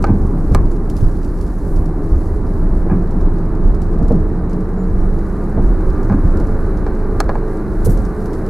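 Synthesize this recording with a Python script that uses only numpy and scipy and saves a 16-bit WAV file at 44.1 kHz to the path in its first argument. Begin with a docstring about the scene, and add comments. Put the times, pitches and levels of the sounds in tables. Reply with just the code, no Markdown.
"""A deep boom and a few close knocks, over an engine's drone: a four-wheel-drive crawls along a rutted
forest track, with the microphone at a seat inside the cab. The four-cylinder engine slowly picks up
speed, its orders swelling as they pass the cab's resonances. The body booms and rumbles over the ground
and ruts jolt the suspension. Close by, a loose fitting knocks, the trim ticks and there is one faint
squeak; outside, the tyres hiss in the mud and one burst of spray rings with a thin whistle."""
import sys
import numpy as np
from scipy import signal
from scipy.fft import rfft, irfft, next_fast_len
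from scipy.io import wavfile
from scipy.ndimage import uniform_filter1d

SR = 44100
rng = np.random.default_rng(int(sys.argv[2]) if len(sys.argv) > 2 else 0)


def master(y):
    """Save y as 16-bit WAV."""
    cut = np.clip(np.atleast_2d(y).T, -1, 1)
    pcm = np.round(cut * 32767)  # scale
    wavfile.write(sys.argv[1], SR, pcm.astype(np.int16))


N = 374409
TIME = np.arange(N) / SR


def from_db(db):
    return 10 ** (np.asarray(db) / 20)


def unit_rms(x):
    return x / np.sqrt(np.mean(x ** 2) + 1e-20)


def in_time(rows):
    """Each column of a curve, sample by sample."""
    times, *columns = np.transpose(rows)
    return [np.interp(TIME, times, column) for column in columns]


def at_hz(points, hz):
    """Reads a table on a log-frequency axis."""
    freqs, values = np.transpose(points)
    return np.interp(np.log(hz + 1e-9), np.log(freqs), values)


def drift(rate, times=TIME):
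    """A random wander of rms 1 that turns about `rate` times a second."""
    knots = rng.standard_normal(4000)
    return unit_rms(np.interp(times * rate, np.arange(len(knots)), knots))


def lowpass(x, hz):
    return signal.sosfilt(signal.butter(2, hz, fs=SR, output="sos"), x)


def evened(x, span):
    """Takes out the swells slower than `span` seconds."""
    return x / np.sqrt(uniform_filter1d(np.mean(x ** 2, axis=0), int(span * SR) + 1) + 1e-9)


def ring(clicks, hz, t60):
    """A unit click sets a sine of height 1 ringing."""
    r, w = from_db(-60 / (t60 * SR)), 2 * np.pi * hz / SR
    return signal.lfilter([0, np.sin(w)], [1, -2 * r * np.cos(w), r * r], clicks + 1e-18)


def strikes(times, levels_db):
    """One click for each contact."""
    out = np.zeros(N)
    out[(np.asarray(times) * SR).astype(int)] = from_db(levels_db)
    return out


def fading(clicks, t60):
    """An envelope that jumps at each click and dies away."""
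    return signal.lfilter([1], [1, -from_db(-60 / (t60 * SR))], clicks + 1e-18)


def swell(age, length):
    """A quick rise to 1 at half of `length`, then a slower fall."""
    u = np.maximum(age, 0) / (length / 2)
    return u * np.exp(1 - np.minimum(u, 60))


def humps(rows):
    """An envelope with one bell-shaped rise for each row."""
    return sum(from_db(db) * np.exp(-2 * ((TIME - peak) / width) ** 2) for peak, db, width in rows)


# How alike the microphone's two sides are. Each row: frequency in Hz, correlation from 0 to 1.
STEREO_LIKENESS = [(70, 0.99), (250, 1), (500, 0.95), (4000, 0.82), (8000, 0.34), (12000, 0.1)]

def noise(spectrum):
    """Stereo noise of rms 1 in a given colour, rolled off at both ends and wider in the treble."""
    size = next_fast_len(N)
    hz = np.arange(size // 2 + 1) * SR / size + 1e-3
    roll_off = (1 + (spectrum[0][0] / hz) ** 4) * (1 + (hz / spectrum[-1][0]) ** 4)
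    gain = from_db(at_hz(spectrum, hz)) / roll_off
    alike = at_hz(STEREO_LIKENESS, hz)
    mid, side = rfft(rng.standard_normal((2, size))) * gain * np.sqrt([1 + alike, 1 - alike])
    return unit_rms(irfft(np.array([mid + side, mid - side]), size)[:, :N])


# Thin high whistles: a faint squeak, and the ring of the mud spray.
# Each row: start in seconds, level in dB, pitch in Hz, length in seconds.
THIN_WHISTLES = [(4.765, -58, 7140, 0.089), (7.85, -49, 12300, .12)]

def thin_whistles():
    """Faint at the microphone, each high tone swells and fades, its pitch wavering by about 1 %."""
    unsteady_time = np.cumsum(1 + .01 * drift(300)) / SR
    out = np.zeros(N)
    for start, db, hz, length in THIN_WHISTLES:
        arch = np.sin(np.pi * np.clip((TIME - start) / length, 0, 1))
        out += from_db(db) * arch * np.sin(2 * np.pi * hz * unsteady_time)
    return out


# Wet ground under the tyres, outside the cab. 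Each row: time in seconds, relative hiss level in dB.
WETNESS = [(0, -60), (.93, -61), (1.0, -55), (1.22, -61), (1.45, -59.5), (1.9, -64), (2.15, -59),
           (2.7, -63.5), (4.4, -65.5), (5.1, -62.5), (7.8, -61), (7.92, -56), (8.1, -58.5), (8.49, -62)]
# Mud sprays off a tyre. Each row: start in seconds, level in dB, length in seconds.
SPLASHES = [(1.646, -55, 0.14), (7.846, -30, 0.016), (7.891, -40, 0.027)]
# Tread hiss and spray as they reach the seat. Each row: frequency in Hz, relative level in dB.
HISS_SPECTRUM = [(2400, -15), (3700, -10), (4200, -3.5), (5000, -5.5), (8500, -6.5), (10600, -0.5),
                 (12000, -7), (16000, -7.5)]
SPRAY_SPECTRUM = [(3000, -15), (5000, -8.5), (9000, -2.5), (12000, 1.5), (16000, -14)]

def tyres(hiss_db=3, flicker_db=1, patch_db=1.1, grit_db=-5, grit_per_s=260, grit_cycles=22):
    """Outside, wet ground hisses under the tread, bits of grit snap and wet ruts throw up spray."""
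    mud = from_db(in_time(WETNESS)[0] + patch_db * drift(14))
    sizes = from_db(4 * np.minimum(rng.exponential(1, N), 3)) * rng.choice([-1, 1], N)
    snaps = (rng.random(N) < grit_per_s / SR) * sizes
    pitches_hz = np.geomspace(4200, 11000, 12)
    pitch_index = rng.integers(0, len(pitches_hz), N)  # each snap rings at one of these pitches
    grit = sum(ring(snaps * (pitch_index == k), hz, grit_cycles / hz) for k, hz in enumerate(pitches_hz))
    hiss = from_db(hiss_db) * mud * noise(HISS_SPECTRUM)
    flicker = from_db(flicker_db * drift(300))
    splashing = sum(from_db(db) * swell(TIME - start, length) for start, db, length in SPLASHES)
    spray = splashing * noise(SPRAY_SPECTRUM)
    return from_db(grit_db) * mud * unit_rms(grit) + flicker * (hiss + spray)


# The sharpest ticks of the trim. Each row: start in seconds, relative level in dB.
TRIM_TICKS = [(0.025, -42), (0.518, -45), (0.8993, -38.5), (0.9665, -41), (0.975, -48), (1.246, -48),
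              (1.412, -45), (1.761, -47), (1.857, -47), (3.1088, -51), (3.21, -49), (3.747, -48),
              (3.818, -43), (3.985, -51), (4.0822, -44.5), (4.122, -50), (4.4973, -55), (4.531, -48),
              (5.189, -52), (5.903, -51), (6.032, -50), (6.371, -44.5), (6.4, -47), (6.47, -50),
              (6.773, -49), (7.974, -44.5), (8.052, -46), (8.2576, -43), (8.332, -45), (8.464, -47)]
# The colour of a tick, and of a knock's crack. Each row: frequency in Hz, relative level in dB.
SNAP_SPECTRUM = [(1800, 3), (3400, -1), (4700, 5.5), (7000, 2.5), (12000, -1), (16000, -13)]

def trim(tick_db=2, faint_per_s=12, faint_db=-56, snap_t60=0.014, buzz_db=-9, buzz_t60=0.13):
    """Around the microphone, loose trim ticks, each tick a snap with a short buzz."""
    starts, levels_db = np.transpose(TRIM_TICKS)
    faint_taps = (rng.random(N) < faint_per_s / SR) * from_db(faint_db + 5 * rng.uniform(-1, 1, N))
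    taps = strikes(starts, levels_db + tick_db) + faint_taps
    return (fading(taps, snap_t60) + from_db(buzz_db) * fading(taps, buzz_t60)) * noise(SNAP_SPECTRUM)


# First reflections off windscreen, door and roof. Each row: delay in seconds, relative level in dB.
CAB_ECHOES = [(.0047, -6.5), (.0074, -11), (0.0089, -9.5)]

def cab_reflections(age, tail_db=-32, tail_t60=0.07, lining_hz=2000):
    """The near walls return a click as echoes and a short tail; seats and lining soak up the treble."""
    echoes = from_db(tail_db - 60 * age / tail_t60) * rng.standard_normal(len(age)) * (age > .002)
    for delay, db in CAB_ECHOES:
        echoes[int(delay * SR)] += from_db(db)
    return lowpass(echoes, lining_hz)


# A loose fitting knocks inside the cab. Each row: start in seconds, relative ring level in dB,
# chatter length in seconds, relative crack level in dB, the crack's treble cutoff in Hz.
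KNOCKS = [(0.041, -8.5, 0.0074, -27, 6850), (0.069, -16.5, 0.028, -41, 5000),
          (0.5474, -7, 0.006, -21.5, 14000), (0.562, -17, 0.027, -48, 6000),
          (2.898, -12.5, 0.03, -53, 3200), (5.572, -23.5, 0.0091, -55, 2000),
          (6.098, -15.5, 0.016, -44, 5500), (6.123, -16, 0.016, -42, 5500), (6.865, -15, 0.0091, -37, 4000),
          (7.203, -8, 0.003, -18.5, 13000), (7.292, -9.5, 0.01, -23, 2400),
          (7.3543, -14.5, 0.006, -33, 2400)]
# The fitting's modes. Each row: frequency in Hz, relative level in dB, time to fall 60 dB in seconds.
FITTING_MODES = [(420, 0, 0.014), (539, -1.5, 0.021), (780, 0, 0.011), (1050, 0.5, 0.014),
                 (1254, -1, 0.0097), (1696, -9, 0.026), (2320, -7.5, 0.0089)]
# A steel bracket rings on after some knocks. Each row: start in seconds, level in dB.
BRACKET_RINGS = [(0.051, -30.5), (6.099, -35), (6.868, -38)]

def loose_fitting(variety_db=2.1, even_chatter_s=0.016, ping_db=-9, bracket_hz=1534):
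    """Close by, each knock cracks, chatters and rings the fitting's modes; the cab walls scatter it."""
    age = np.arange(SR // 4) / SR
    click = 1.0 * (age == 0)
    walls = cab_reflections(age)
    snap_noise = noise(SNAP_SPECTRUM)
    ping = from_db(ping_db) * ring(click, hz=4285, t60=0.039)
    out = np.zeros((2, N))
    for start, ring_db, length, crack_db, top_hz in KNOCKS:
        span = slice(int(start * SR), int(start * SR) + len(age))
        chatter = swell(age, length) * rng.standard_normal(len(age))
        # a short knock is one dry clack, a long one mostly chatter
        contact = click + length / even_chatter_s * chatter / np.linalg.norm(chatter)
        contact = lowpass(contact, hz=880 + 0.1 * top_hz)  # a harder knock chatters more brightly
        modes = sum((-1) ** k * from_db(db + variety_db * rng.standard_normal()) * ring(click, hz, t60)
                    for k, (hz, db, t60) in enumerate(FITTING_MODES))
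        rings = signal.fftconvolve(contact, modes)[:len(age)]
        rings *= from_db(ring_db) * np.linalg.norm(modes) / np.linalg.norm(rings)
        echoes = signal.fftconvolve(rings, walls)[:len(age)]
        # only a hard contact reaches the high metallic ping
        crack = lowpass(fading(click, t60=0.022) * snap_noise[:, span] + ping, top_hz)
        out[:, span] += rings + echoes + from_db(crack_db) * crack
    bracket = ring(strikes(*np.transpose(BRACKET_RINGS)), bracket_hz, t60=0.27)
    return out + bracket


# The suspension jolts. Each row: start in seconds, then thump, thud and clunk levels in dB.
JOLTS = [(.085, -12.5, -12.5, -32), (.235, -31, -23.5, -47), (.51, -11.5, -22.5, -24.5),
         (1.009, -12, -44, -49), (2.651, -33, -29, -42), (2.854, -27, -37, -26), (2.91, -14, -15.5, -38),
         (3.998, -15, -20, -25.5), (4.102, -16.5, -11, -15), (4.159, -17.5, -25, -44),
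         (5.569, -17.5, -18, -20), (6.10, -15, -12, -32), (6.22, -15, -32, -30), (6.397, -26, -42, -23.5),
         (7.862, -14, -17, -18.5)]
# The chassis's thump, thud and clunk, in that order. Each row: centre in Hz, length in seconds.
CHASSIS_MODES = [(103, 0.032), (198, 0.052), (460, 0.02)]

def suspension(band_ratio=1.565, tone_share=0.73):
    """Under the floor a wheel drops into a rut: each chassis mode rings out inside a dull shudder."""
    out, age = np.zeros(N), np.arange(SR // 2) / SR
    for start, *levels_db in JOLTS:
        first = int(start * SR)
        for db, (hz, length) in zip(levels_db, CHASSIS_MODES):
            band = signal.butter(3, [hz / band_ratio, hz * band_ratio], "band", fs=SR, output="sos")
            shape = swell(age, length)
            shudder = unit_rms(signal.sosfilt(band, rng.standard_normal(SR))[-len(age):] * shape)
            tone = unit_rms(np.sin(2 * np.pi * hz * age) * shape)
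            blow = unit_rms(tone_share * tone + np.sqrt(1 - tone_share ** 2) * shudder)
            blow *= np.sqrt(np.mean(shape ** 2))
            out[first:first + len(age)] += from_db(db) * blow[:N - first]
    return out


# Rough ground between the ruts. Each row: time in seconds, relative boom and rumble levels in dB.
ROUGHNESS = [(0, -17, -17.5), (1.6, -21, -25), (3.1, -17.5, -20.5), (4.2, -20.5, -20.5), (5.3, -22.5, -24),
             (5.65, -20, -21), (6.35, -15, -19.5), (7.6, -25.5, -27), (8.49, -23.5, -24)]
# The body pitches through a rut. Each row: deepest moment in seconds, relative boom level in dB,
# length in seconds.
RUTS = [(0.22, -19, 0.068), (0.6, -12.5, 0.18), (1.057, -10, 0.057), (1.785, -13.5, 0.11),
        (2.15, -9.5, 0.052), (2.695, -16, 0.26), (3.25, -12, 0.1), (3.678, -10, 0.086), (4.08, -15, 0.31),
        (5.04, -15, 0.28), (5.675, -11.5, 0.14), (5.878, -14, 0.058), (6.28, -14, 0.091), (7.23, -19, 0.48),
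        (7.903, -13.5, 0.22)]
# Cab boom and road rumble at the seat. Each row: frequency in Hz, relative level in dB.
BOOM_SPECTRUM = [(9, -43), (27, 6.5), (35, -5.5), (43, -5.5), (58, -15), (90, -16.5)]
RUMBLE_SPECTRUM = [(45, -18), (70, 2), (102, -5), (135, -9.5), (170, -5.5), (205, -7), (255, -12),
                   (315, -9), (560, -28), (1150, -31.5), (1900, -48.5)]

def body(boom_db=3, rut_rumble_db=-13, shudder_db=-11, shudder_t60=0.68):
    """Ruts pump a deep boom all round the microphone; ground, ruts and jolts rumble up the chassis."""
    sway_db, road_db = in_time(ROUGHNESS)
    pitching = humps(RUTS)
    starts, thump_db, _, _ = np.transpose(JOLTS)
    shudder = fading(strikes(starts, thump_db + shudder_db), shudder_t60)
    boom_level = from_db(boom_db) * np.hypot(from_db(sway_db), pitching)
    rumble_level = np.sqrt(from_db(road_db) ** 2 + (from_db(rut_rumble_db) * pitching) ** 2 + shudder ** 2)
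    boom = boom_level * evened(noise(BOOM_SPECTRUM), span=0.06)
    rumble = rumble_level * evened(noise(RUMBLE_SPECTRUM), span=0.14)
    return boom + rumble


# Engine orders that stand out. Each row: multiple of crank speed, extra level in dB.
STRONG_ORDERS = [(2, 15.5), (4, 10.5), (6, 5), (7, 7.5), (8, 6), (9, 2.5), (10, 6)]
# How strongly an order reaches the seat. Each row: frequency in Hz, gain in dB.
CAB_RESPONSE = [(100, -20), (150, -7.5), (185, -3.5), (215, -14.5), (270, -11.5), (325, -6.5), (365, -9),
                (420, -6), (456, -15), (520, -16.5), (1000, -26), (1180, -31.5), (1600, -43), (2300, -60)]

def engine_drone(speed, angle, waver=0.64, flutter=0.28):
    """A four-stroke cycle lasts two turns, giving half orders; each swells at the cab's resonances."""
    extra_db = dict(STRONG_ORDERS)
    steps, step_speed = TIME[::200], speed[::200]
    drone = np.zeros(N)
    for order in np.arange(2, 32, .5):
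        height = from_db(extra_db.get(order, 0) + at_hz(CAB_RESPONSE, order * step_speed))
        height *= 1 + waver * drift(16, steps) + flutter * drift(70, steps)  # uneven combustion
        drone += np.interp(TIME, steps, height) * np.cos(order * angle + 2 * np.pi * rng.random())
    return drone


# A panel's resonance. Each row: frequency in Hz, gain in dB.
PANEL_RESPONSE = [(950, -18), (1100, -14), (1160, -2.5), (1200, 0), (1260, -10), (1400, -8), (1650, -15)]

def panel_whine(speed, turns, waver=0.5):
    """High firing harmonics sing in turn as they glide through the panel's resonance."""
    steps, step_speed = TIME[::200], speed[::200]
    whine = np.zeros(N)
    for order in range(20, 32, 2):
        height = from_db(at_hz(PANEL_RESPONSE, order * step_speed)) * (1 + waver * drift(16, steps))
        whine += np.interp(TIME, steps, height) * np.cos(2 * np.pi * (order * turns + rng.random()))
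    return whine


# The engine pulls hard. Each row: peak time in seconds, level at resonance in dB, length in seconds.
HARD_PULLS = [(4.754, -28.5, 0.92), (7.43, -22.5, 0.25), (8.113, -26.5, 0.3)]

def cab_hum(speed, angle, resonance_hz=410, width_hz=31.3):
    """Under a hard pull, the orders near one cab resonance hum cleanly."""
    hum = np.zeros(N)
    for order in range(7, 11):
        nearness = np.exp(-((order * speed - resonance_hz) / width_hz) ** 2 / 2)
        hum += nearness * np.cos(order * angle + 2 * np.pi * rng.random())
    return humps(HARD_PULLS) * hum


# Engine speed. Each row: time in seconds, crank turns per second.
CRANK_SPEED = [(0, 40), (.8, 38.9), (1.25, 40.2), (1.82, 39.25), (3.07, 45), (3.44, 43.3), (4.22, 43.5),
               (4.44, 45.25), (4.91, 45.85), (5.26, 49.2), (5.69, 51.4), (6.04, 54.8), (7.11, 53.65),
               (7.36, 55.5), (7.68, 52.2), (8.49, 54.4)]
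# Load on the engine. Each row: time in seconds, relative drone level in dB.
ENGINE_LOAD = [(0, -28), (.8, -27), (1.55, -31.5), (1.8, -24), (2.6, -26.5), (3.6, -27.5), (4.6, -26),
               (5.3, -26.5), (6.6, -25), (8.49, -24)]
# Engine clatter from inside the cab. Each row: frequency in Hz, relative level in dB.
CLATTER_SPECTRUM = [(200, -23), (400, 4.5), (600, 0), (930, -4.5), (1150, -5.5), (1650, -9.5),
                    (2400, -24.5), (3300, -40), (4000, -26.5), (4800, -33.5)]

def engine(drone_db=-6, whine_db=-48, clatter_db=-36.5, cruise_turns_per_s=46, throb=0.1):
    """The engine, just ahead of the cab: its drone follows the load; whine and clatter grow with speed."""
    speed, = in_time(CRANK_SPEED)
    load_db, = in_time(ENGINE_LOAD)
    doublings = np.log2(speed / cruise_turns_per_s)
    turns = np.cumsum(speed) / SR
    wobble_turns = 0.0077 * drift(14)
    angle = 2 * np.pi * (turns + wobble_turns)
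    drone = from_db(load_db + drone_db) * engine_drone(speed, angle)
    whine = from_db(whine_db + 20 * doublings) * panel_whine(speed, turns + wobble_turns / 2)
    hum = cab_hum(speed, angle)
    firing = 1 + throb * np.cos(2 * angle)  # four cylinders fire twice a turn
    clatter = from_db(clatter_db + 10 * doublings) * firing * noise(CLATTER_SPECTRUM)
    return drone + hum + whine + clatter


def scene(lean_db=0.41):
    """Everything reaches the microphone at the seat a little stronger on the right."""
    cab = engine() + body() + suspension() + loose_fitting() + trim() + thin_whistles() + tyres()
    return cab * from_db([[-lean_db], [lean_db]])


def record(dry, fade_in_s=0.003, cutoff_hz=15900):
    """The biggest peaks are rounded and the highest treble is cut."""
    rounded = dry / (1 + dry ** 8) ** (1 / 8)
    fade_in = np.minimum(TIME / fade_in_s, 1)
    return signal.sosfilt(signal.ellip(10, .1, 80, cutoff_hz, fs=SR, output="sos"), rounded * fade_in)


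dry = scene()
out = record(dry)
master(out)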